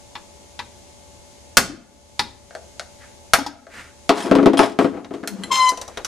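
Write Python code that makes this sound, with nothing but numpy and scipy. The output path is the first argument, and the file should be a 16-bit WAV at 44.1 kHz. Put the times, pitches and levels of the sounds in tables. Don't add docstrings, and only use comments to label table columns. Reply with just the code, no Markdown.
import sys
import numpy as np
from scipy import signal
from scipy.fft import rfft, irfft, next_fast_len
from scipy.io import wavfile
from scipy.ndimage import uniform_filter1d, minimum_filter1d

SR = 44100
rng = np.random.default_rng(int(sys.argv[2]) if len(sys.argv) > 2 else 0)


def digitize_waveform(pressure):
    field = np.atleast_2d(pressure).T
    bounded = np.clip(field, -1, 1)
    quanta = np.round(bounded * 32767).astype(np.int16)
    wavfile.write(sys.argv[1], SR, quanta)


N = 267668

# pitch_hz, t60_s
SMALL_RING = [(200, 0.38), (1000, 0.13), (4000, 0.055), (12000, 0.053)]
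# pitch_hz, level_db, t60_s
CASE_MODES = [(688, -1.5, 0.061), (781, -5, 0.07), (1400, 4.5, 0.046), (1435, -4, 0.081),
              (2170, -1.5, 0.05), (4300, -4, 0.027)]
# pitch_hz, level_db_per_hz
BENCH_COLOUR = [(40, -39), (140, -58), (190, -22), (310, 11), (500, 0), (800, -3), (1200, -6.5),
                (2000, -15), (10000, -43.5), (15000, -55.5)]
# pitch_hz, level_db, t60_s
BENCH_MODES = [(212.4, -10.5, 0.19), (280.8, 3, 0.15), (331.3, -1, 0.11), (420.2, -4.5, 0.2),
               (499.6, -2.5, 0.098), (671, -3, 0.067), (1284, -14, 0.035)]
# pitch_hz, level_db, t60_s
BLADE_MODES = [(3200, -7, .06), (3290, 5, 0.092), (4420, -11.5, 0.1), (5190, -2.5, 0.16), (8650, -1, 0.057),
               (10280, -4.5, 0.13)]


def amp(db):
    return 10 ** (np.asarray(db) / 20)


def evened(x):
    return x / np.sqrt(np.mean(x ** 2) + 1e-20)


def read(points, hz):
    f, value = np.transpose(points)
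    return np.interp(np.log(hz + 1), np.log(f + 1), value)


def add(mix, s, sound):
    part = mix[:, round(s * SR):][:, :sound.shape[1]]
    part += sound[:, :part.shape[1]]


def place(x, balance_db):
    return x * amp(np.array([[balance_db], [-balance_db]]) / 2)


def noise(colour, count, apart=0.29):
    length = next_fast_len(count)
    gain = amp(read(colour, np.fft.rfftfreq(length, 1 / SR)))
    phases = 2 * np.pi * rng.random((2, len(gain)))
    mid, side = irfft(gain * np.exp(1j * phases), length)[:, :count]
    return evened(np.array([mid + apart * side, mid - apart * side]))


def waver(rate_hz):
    length = next_fast_len(N)
    hz = np.fft.rfftfreq(length, 1 / SR)
    spectrum = rfft(rng.standard_normal(length))
    return evened(irfft(spectrum / (1 + (hz / rate_hz) ** 4), length)[:N])


def stroke(t, length_s, attack_s, release_s):
    attack = 1 - np.exp(-(np.maximum(t, 0) / attack_s) ** 2)
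    return attack * np.exp(-np.maximum(t - length_s, 0) / release_s)


def strokes(rows, attack_s, release_s):
    t = np.arange(N) / SR
    return sum(amp(db) * stroke(t - s, length_s, attack_s, release_s) for s, length_s, db in rows)


def die_away(x, ring):
    count = x.shape[1]
    t, hz, spectrum = np.arange(count) / SR, np.fft.rfftfreq(count, 1 / SR), rfft(x)
    centres, t60s = np.transpose(ring)
    shares = [read(np.c_[centres, row], hz) for row in np.eye(len(ring))]
    return sum(irfft(spectrum * share, count) * amp(-60 * t / t60) for share, t60 in zip(shares, t60s))


def ringing(modes, t):
    return sum(amp(db - 60 * t / t60) * np.sin(2 * np.pi * hz * t) for hz, db, t60 in modes)


def click(colour, count):
    log_gain = np.log(amp(read(colour, abs(np.fft.fftfreq(count, 1 / SR)))))
    pulse = np.fft.ifft(np.exp(np.conj(signal.hilbert(log_gain)))).real
    return pulse / np.linalg.norm(pulse)


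def hits(rows, colour, ring, modes, modes_db, snap_db, contact_s, balance_db, count=16384):
    # low_hz, high_hz; the bass band has no lower edge
    bands = [(100, 600), (600, 3000), (3000, 15000)]
    out, t = np.zeros((2, N)), np.arange(count) / SR
    filters = [signal.butter(3, bands[0][1], "low", fs=SR, output="sos")]
    filters += [signal.butter(3, edges_hz, "band", fs=SR, output="sos") for edges_hz in bands[1:]]
    leans_db = balance_db + np.array([1.2, 0, -1.5])
    snap = amp(snap_db) * click(colour, count)
    for s, *levels_db in rows:
        modal = die_away(noise(colour, count, apart=0.35), ring) + amp(modes_db) * ringing(modes, t)
        body = modal * (1 - np.exp(-t / contact_s)) + snap * np.linalg.norm(modal[0])
        for db, sos, lean_db in zip(levels_db, filters, leans_db):
            band = signal.sosfilt(sos, body)
            early_level = band[:, :count // 18].std()
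            add(out, s, place(amp(db) * band / early_level, lean_db))
    return out


def clinks(rows, modes, count=20000):
    out, t = np.zeros((2, N)), np.arange(count) / SR
    for s, db in rows:
        add(out, s, amp(db) * place(ringing(modes, t), balance_db=3.0))
    return out


def workshop_air():
    # pitch_hz, level_db_per_hz
    air = [(25, -22), (68, -6.5), (130, -11.5), (400, -14.5), (600, -16), (900, -18), (1300, -29),
           (3000, -26), (7000, -24), (11200, -32), (15000, -58)]
    # pitch_hz, level_db
    hum_lines = [(75.4, -60), (577, -57), (866.7, -61), (2148, -72), (6395, -67), (6788, -68)]
    t = np.arange(N) / SR
    drift_s = 0.00005 * waver(rate_hz=2)
    hum = sum(amp(db) * evened(np.sin(2 * np.pi * hz * (t + drift_s))) for hz, db in hum_lines)
    return place(amp(-48) * noise(air, N, apart=1.0) + hum, balance_db=2.0)


def chisel_taps():
    # start_s, bass_db, middle_db, treble_db
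    taps = [(.153, -44, -32.5, -47), (.591, -42, -29, -38.5), (2.193, -27, -16, -19),
            (3.464, -41, -31, -27.5)]
    # pitch_hz, level_db_per_hz
    colour = [(100, -21.5), (330, -16), (700, -23), (880, -3), (1500, -9), (3000, -7.5), (3700, 3),
              (5000, 4.5), (7500, -8.5), (11000, -13.5), (15000, -28)]
    # pitch_hz, level_db, t60_s
    modes = [(844, -9, 0.1), (936, -3.5, 0.061), (1706, -12, 0.071), (1977, -9.5, 0.065), (2440, -19, 0.12),
             (3660, -1, 0.04), (4904, -13, 0.082)]
    return hits(taps, colour, SMALL_RING, modes, modes_db=-5.0, snap_db=-16, contact_s=0.00091,
                balance_db=3.0)


def case_cracks():
    # start_s, bass_db, middle_db, treble_db
    cracks = [(1.57, -14.5, -0.9, -0.5), (3.335, -21.5, 0, -4.5), (5.275, -40, -27, -24)]
    # pitch_hz, level_db_per_hz
    colour = [(50, -19), (160, -8.5), (290, -8.5), (480, -14), (665, -9.5), (1060, -10.5), (1450, -4),
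              (2200, -5.5), (3000, -13), (5500, -10.5), (10500, -17.5), (15000, -26)]
    # pitch_hz, level_db, t60_s
    whole_modes = [(667, -4.5, 0.046), (1476, 0.5, 0.042), (3110, -13.5, 0.09), (5050, -13, 0.07)]
    out = np.zeros((2, N))
    for k, row in enumerate(cracks):
        modes = CASE_MODES if k else whole_modes
        out += hits([row], colour, SMALL_RING, modes, modes_db=-5.0, snap_db=-7, contact_s=0.0001,
                    balance_db=2.0)
    return out


def rocking():
    # start_s, length_s, level_db, pitch_hz
    rocks = [(1.685, 0.057, -26, 304), (3.382, 0.043, -20, 293.4), (3.465, 0.05, -27, 297.4),
             (4.333, 0.12, -11.5, 282.8), (4.49, 0.15, -16.5, 272.7), (4.608, 0.033, -23, 280)]
    wobble_share, attack_s, release_s = 0.0394, 0.0043, 0.0027
    t = np.arange(N) / SR
    clock_s = np.cumsum(1 + wobble_share * waver(rate_hz=26.0)) / SR
    judder = np.zeros(N)
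    for s, length_s, db, hz in rocks:
        tone = evened(np.sin(2 * np.pi * hz * clock_s))
        judder += amp(db) * stroke(t - s, length_s, attack_s, release_s) * tone
    return place(judder * amp(2.1 * waver(rate_hz=59)), balance_db=8.0)


def case_clicks():
    # start_s, bass_db, middle_db, treble_db
    rows = [(2.508, -46, -43.5, -55), (2.551, -32.5, -34, -41), (2.796, -41, -31.5, -32.5),
            (3.668, -37.5, -39, -53), (5.237, -44, -30.5, -51)]
    # pitch_hz, level_db_per_hz
    colour = [(150, -41), (420, -14.5), (640, 5), (950, -8), (1480, 7), (2700, -17), (4800, -15.5),
              (10400, -30), (15000, -63)]
    return hits(rows, colour, SMALL_RING, CASE_MODES, modes_db=-11.5, snap_db=-2.5, contact_s=0.00024,
                balance_db=2.5)


def sleeve():
    # start_s, length_s, level_db
    brushes = [(2.98, 0.047, -46), (3.685, 0.12, -35), (5.68, 0.31, -48)]
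    # pitch_hz, level_db_per_hz
    cloth = [(300, -8), (900, -11), (1800, -1.5), (3300, -14), (9000, -21.5), (14000, -38.5)]
    rubbing = noise(cloth, N, apart=0.33) * amp(1.5 * waver(rate_hz=68))
    return strokes(brushes, attack_s=0.035, release_s=0.05) * rubbing


def chisel_rebounds():
    # start_s, level_db
    rebounds = [(3.387, -16), (3.464, -17)]
    # pitch_hz, level_db, t60_s
    modes = [(837, 5.5, 0.056), (936, -6, 0.11), (5190, -2.5, .04), (6620, -12, 0.084)]
    return clinks(rebounds, modes)


def bench_knocks():
    # start_s, bass_db, middle_db, treble_db
    knocks = [(4.093, -6.5, -2.5, -12), (4.313, -0.5, -5.5, -22.5), (4.353, -4, -9.5, -22),
              (4.386, -8, -12, -36), (4.429, -7.5, -17, -34), (4.459, 2.5, -4.5, -19),
              (4.534, -7, -15, -28.5), (4.573, -41, -16, -20.5), (4.592, -5, -0.5, -14),
              (4.613, -15, -22, -26), (4.633, -18, -8, -23), (4.789, -4.5, -7, -21.5),
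              (4.845, -6.5, -14, -32), (4.972, -21.5, -30.5, -62), (5.108, -20.5, -30.5, -50),
              (5.139, -24, -32, -39.5), (5.231, -24, -35, -48), (5.717, -33, -29, -51)]
    # pitch_hz, t60_s
    ring = [(80, 0.2), (280, 0.15), (1000, 0.15), (12000, 0.058)]
    return hits(knocks, BENCH_COLOUR, ring, BENCH_MODES, modes_db=0.0, snap_db=-11, contact_s=0.00046,
                balance_db=4.0)


def drag():
    # start_s, length_s, rumble_db, scratch_db
    drags = [(4.12, 0.12, -24.5, -21), (4.243, 0.038, -16.5, -60), (4.398, 0.021, -23, -36),
             (4.595, 0.022, -16, -18.5), (4.796, 0.019, -19, -24), (4.926, 0.049, -24.5, -70),
             (5.128, 0.015, -26, -42), (5.274, 0.26, -38, -48)]
    # pitch_hz, level_db_per_hz
    scratch_colour = [(410, -40), (830, 2.5), (1500, -5), (9210, -19.5), (13900, -37), (15000, -63)]
    attack_s, scratch_attack_share, release_s = 0.0072, 0.36, 0.041
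    clock, t = np.arange(N) / SR, np.arange(SR // 2) / SR
    shaking = strokes([row[:3] for row in drags], attack_s, release_s)
    sliding = np.zeros(N)
    for s, length_s, _, db in drags:
        sliding += amp(db) * stroke(clock - s, length_s, scratch_attack_share * length_s, release_s)
    chatter = rng.standard_normal(N) * (rng.random(N) < 300 / SR)
    top = evened(signal.fftconvolve(chatter, ringing(BENCH_MODES, t))[:N])
    top = top / np.sqrt(uniform_filter1d(top ** 2, size=2000) + 1e-6)
    rumble = evened(top + amp(-2.5) * noise(BENCH_COLOUR, N)) * shaking
    catches = rng.uniform(0.59, 1.2, N) * (rng.random(N) < 110 / SR)
    grip = evened(1.0 + signal.fftconvolve(catches, np.exp(-t / 0.0045))[:N])
    ping = ringing(BLADE_MODES[:4], t) * np.exp(-t / 0.025)
    steel = evened(signal.fftconvolve(catches, ping)[:N])
    scratch = (noise(scratch_colour, N) * grip + amp(-15) * steel) * sliding
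    return place(rumble, balance_db=5.5) + place(scratch, balance_db=1.5)


def wooden_top(x, lowest_hz=140):
    return signal.sosfilt(signal.butter(2, lowest_hz, "high", fs=SR, output="sos"), x)


def blade_clinks():
    # start_s, level_db
    touches = [(4.225, -28), (4.572, -29), (4.579, -17), (4.628, -31)]
    return clinks(touches, BLADE_MODES)


def vise_clicks():
    # start_s, bass_db, middle_db, treble_db
    rows = [(5.046, -34, -33.5, -47.5), (5.436, -48, -36.5, -45), (5.691, -35, -45, -20.5),
            (5.774, -32.5, -38, -33.5), (5.814, -34, -35.5, -30), (5.879, -34, -43, -36.5),
            (5.973, -29, -27.5, -36), (6.047, -41, -30.5, -25)]
    # pitch_hz, level_db_per_hz
    colour = [(90, -23), (200, -28), (1300, 3), (2500, -4.5), (6000, 8.5), (7200, 4.5), (12000, -7),
              (15000, -31)]
    # pitch_hz, level_db, t60_s
    modes = [(3890, -7.5, 0.06), (6000, 3, 0.056), (8680, -9.5, 0.039)]
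    return hits(rows, colour, SMALL_RING, modes, modes_db=0.0, snap_db=-12, contact_s=0.0004,
                balance_db=3.0)


def groan():
    # start_s, length_s, level_db
    turns = [(5.3, 0.031, -27), (5.38, 0.064, -31.5)]
    # pitch_hz, level_db_per_hz
    vise_body = [(150, -32), (203, 9), (240, -17), (2000, -59)]
    shudder = noise(vise_body, N) * amp(2.2 * waver(rate_hz=32))
    return strokes(turns, attack_s=0.01, release_s=0.026) * place(shudder, balance_db=6.5)


def handle_clinks():
    # start_s, level_db
    touches = [(5.436, -31)]
    # pitch_hz, level_db, t60_s
    modes = [(2010, 0.5, 0.069), (3140, 11, .022), (4110, 3.5, 0.078), (7530, -1, .07), (8550, -4, 0.087),
             (10270, -3.5, .052)]
    return clinks(touches, modes)


def squeal():
    overtones_db = [-8.5, -7.5, -11, -13.5, -14.5, -23, -24, -29, -32]
    # pitch_hz, level_db_per_hz
    rasp_colour = [(400, -16), (1200, -10), (2200, 3), (3800, 4), (5000, -6), (6500, 3.5), (9000, -9),
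                   (15000, -18)]
    start_s, length_s, attack_s, release_s = 5.501, 0.1966, 0.014, 0.016
    settle_s, settle_spread_s = 0.087, 0.021
    jolt_db, jolt_s = 7, 0.021
    slip_delay_s, slip_attack_s = 0.0091, 0.006
    start_hz, sag_hz_per_s, settle_drop_hz = 1058, 150, 13
    rival_hz, rival_db = 979, -15.5
    t = np.arange(N) / SR - start_s
    age_s = np.clip(t, 0, length_s)
    settled = (1 + np.tanh((age_s - settle_s) / settle_spread_s)) / 2

    def settling(slipping_value, swinging_value):
        return slipping_value + (swinging_value - slipping_value) * settled

    tone_db = settling(-16.5, -11.5) + jolt_db * np.exp(-age_s / jolt_s)
    over_db = settling(-20.5, -23.5)
    rough = settling(0.42, 0.22)
    hz = start_hz - sag_hz_per_s * age_s - settle_drop_hz * settled
    phase = 2 * np.pi * np.cumsum(hz * (1 + 0.02436 * rough * waver(rate_hz=245))) / SR
    slips = np.zeros(N)
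    for k, db in enumerate(overtones_db, 3):
        slips += amp(db + 3.6 * waver(rate_hz=45)) * np.cos(k * phase)
    rasp = rough * noise(rasp_colour, N) * (1 + 0.2 * np.cos(phase)) * amp(2.9 * waver(rate_hz=140))
    tone = evened(np.sin(phase)) * (1 + 0.31 * rough * waver(rate_hz=450))
    swinging = amp(tone_db) * stroke(t, length_s, attack_s, release_s)
    slipping = stroke(t - slip_delay_s, length_s - slip_delay_s, slip_attack_s, release_s)
    octave = amp(-24.5) * evened(np.sin(2 * phase))
    overtones = amp(over_db) * (evened(slips) + rasp) + octave
    rival_gain = amp(rival_db) * stroke(t - slip_delay_s, 0, slip_attack_s, jolt_s)
    rival = rival_gain * np.sin(2 * np.pi * rival_hz * t)
    return place(swinging * tone + rival, balance_db=6.0) + place(slipping * overtones, balance_db=3.0)


def room(x, count=24000):
    # pitch_hz, t60_s
    ring = [(100, 0.66), (300, 0.9), (1000, 0.49), (4000, 0.36), (12000, 0.17)]
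    t = np.arange(count) / SR
    colour = [(60, 8.0), (300, -3.5), (1500, -3.0), (15000, 10.5)]  # pitch_hz, level_db_per_hz
    tail = die_away(noise(colour, count, apart=0.43), ring)
    tail *= 1 - np.exp(-(t / 0.006) ** 2)
    return signal.fftconvolve(x, tail / np.linalg.norm(tail[0]), axes=1)[:, :N]


def scene():
    hammering = chisel_taps() + case_cracks() + chisel_rebounds()
    wood = wooden_top(bench_knocks() + drag())
    steel = blade_clinks() + handle_clinks()
    handling = rocking() + case_clicks() + sleeve() + wood + steel + vise_clicks() + groan()
    screw = squeal()
    reflected = room(amp(-10) * hammering + amp(-10.5) * handling + amp(-13.0) * screw)
    return hammering + handling + screw + reflected + workshop_air()


def drum_notches(x, drum_hz=149.85, memory=0.45, depth=0.57):
    turn = np.exp(-2j * np.pi * np.fft.rfftfreq(2 * N, 1 / SR) / drum_hz)
    repeating = (1 - memory) * turn / (1 - memory * turn)
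    return irfft(rfft(x, 2 * N) * (1 - depth * repeating), 2 * N)[:, :N]


def record(dry):
    threshold_db, deepest_db, recovery_db_per_s = -13, 8.5, 17
    attack_s, ceiling, edge_hz = 0.00028, 0.97, 15450
    sound = drum_notches(dry)
    level_db = 10 * np.log10(abs(uniform_filter1d((sound ** 2).mean(0), size=130)) + 1e-12)
    over_db = np.clip(0.81 * (level_db - threshold_db), 0, deepest_db)
    held_db = -minimum_filter1d(-over_db, size=10001, origin=5000)
    fall_db = np.arange(N) * recovery_db_per_s / SR
    cut_db = np.maximum.accumulate(held_db + fall_db) - fall_db
    r = np.exp(-1 / (attack_s * SR))
    ducked = sound * amp(-signal.lfilter([1 - r], [1, -r], cut_db))
    thump = signal.sosfilt(signal.butter(2, 70, fs=SR, output="sos"), np.tanh(ducked ** 4))
    lopsided = ducked - 0.22 * thump
    clipped = lopsided / (1 + (lopsided / ceiling) ** 16) ** (1 / 16)
    band_limit = signal.firwin(301, edge_hz, window=("kaiser", 7), fs=SR)
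    return signal.oaconvolve(clipped, band_limit[None], "same")


dry = scene()
out = record(dry)
digitize_waveform(out)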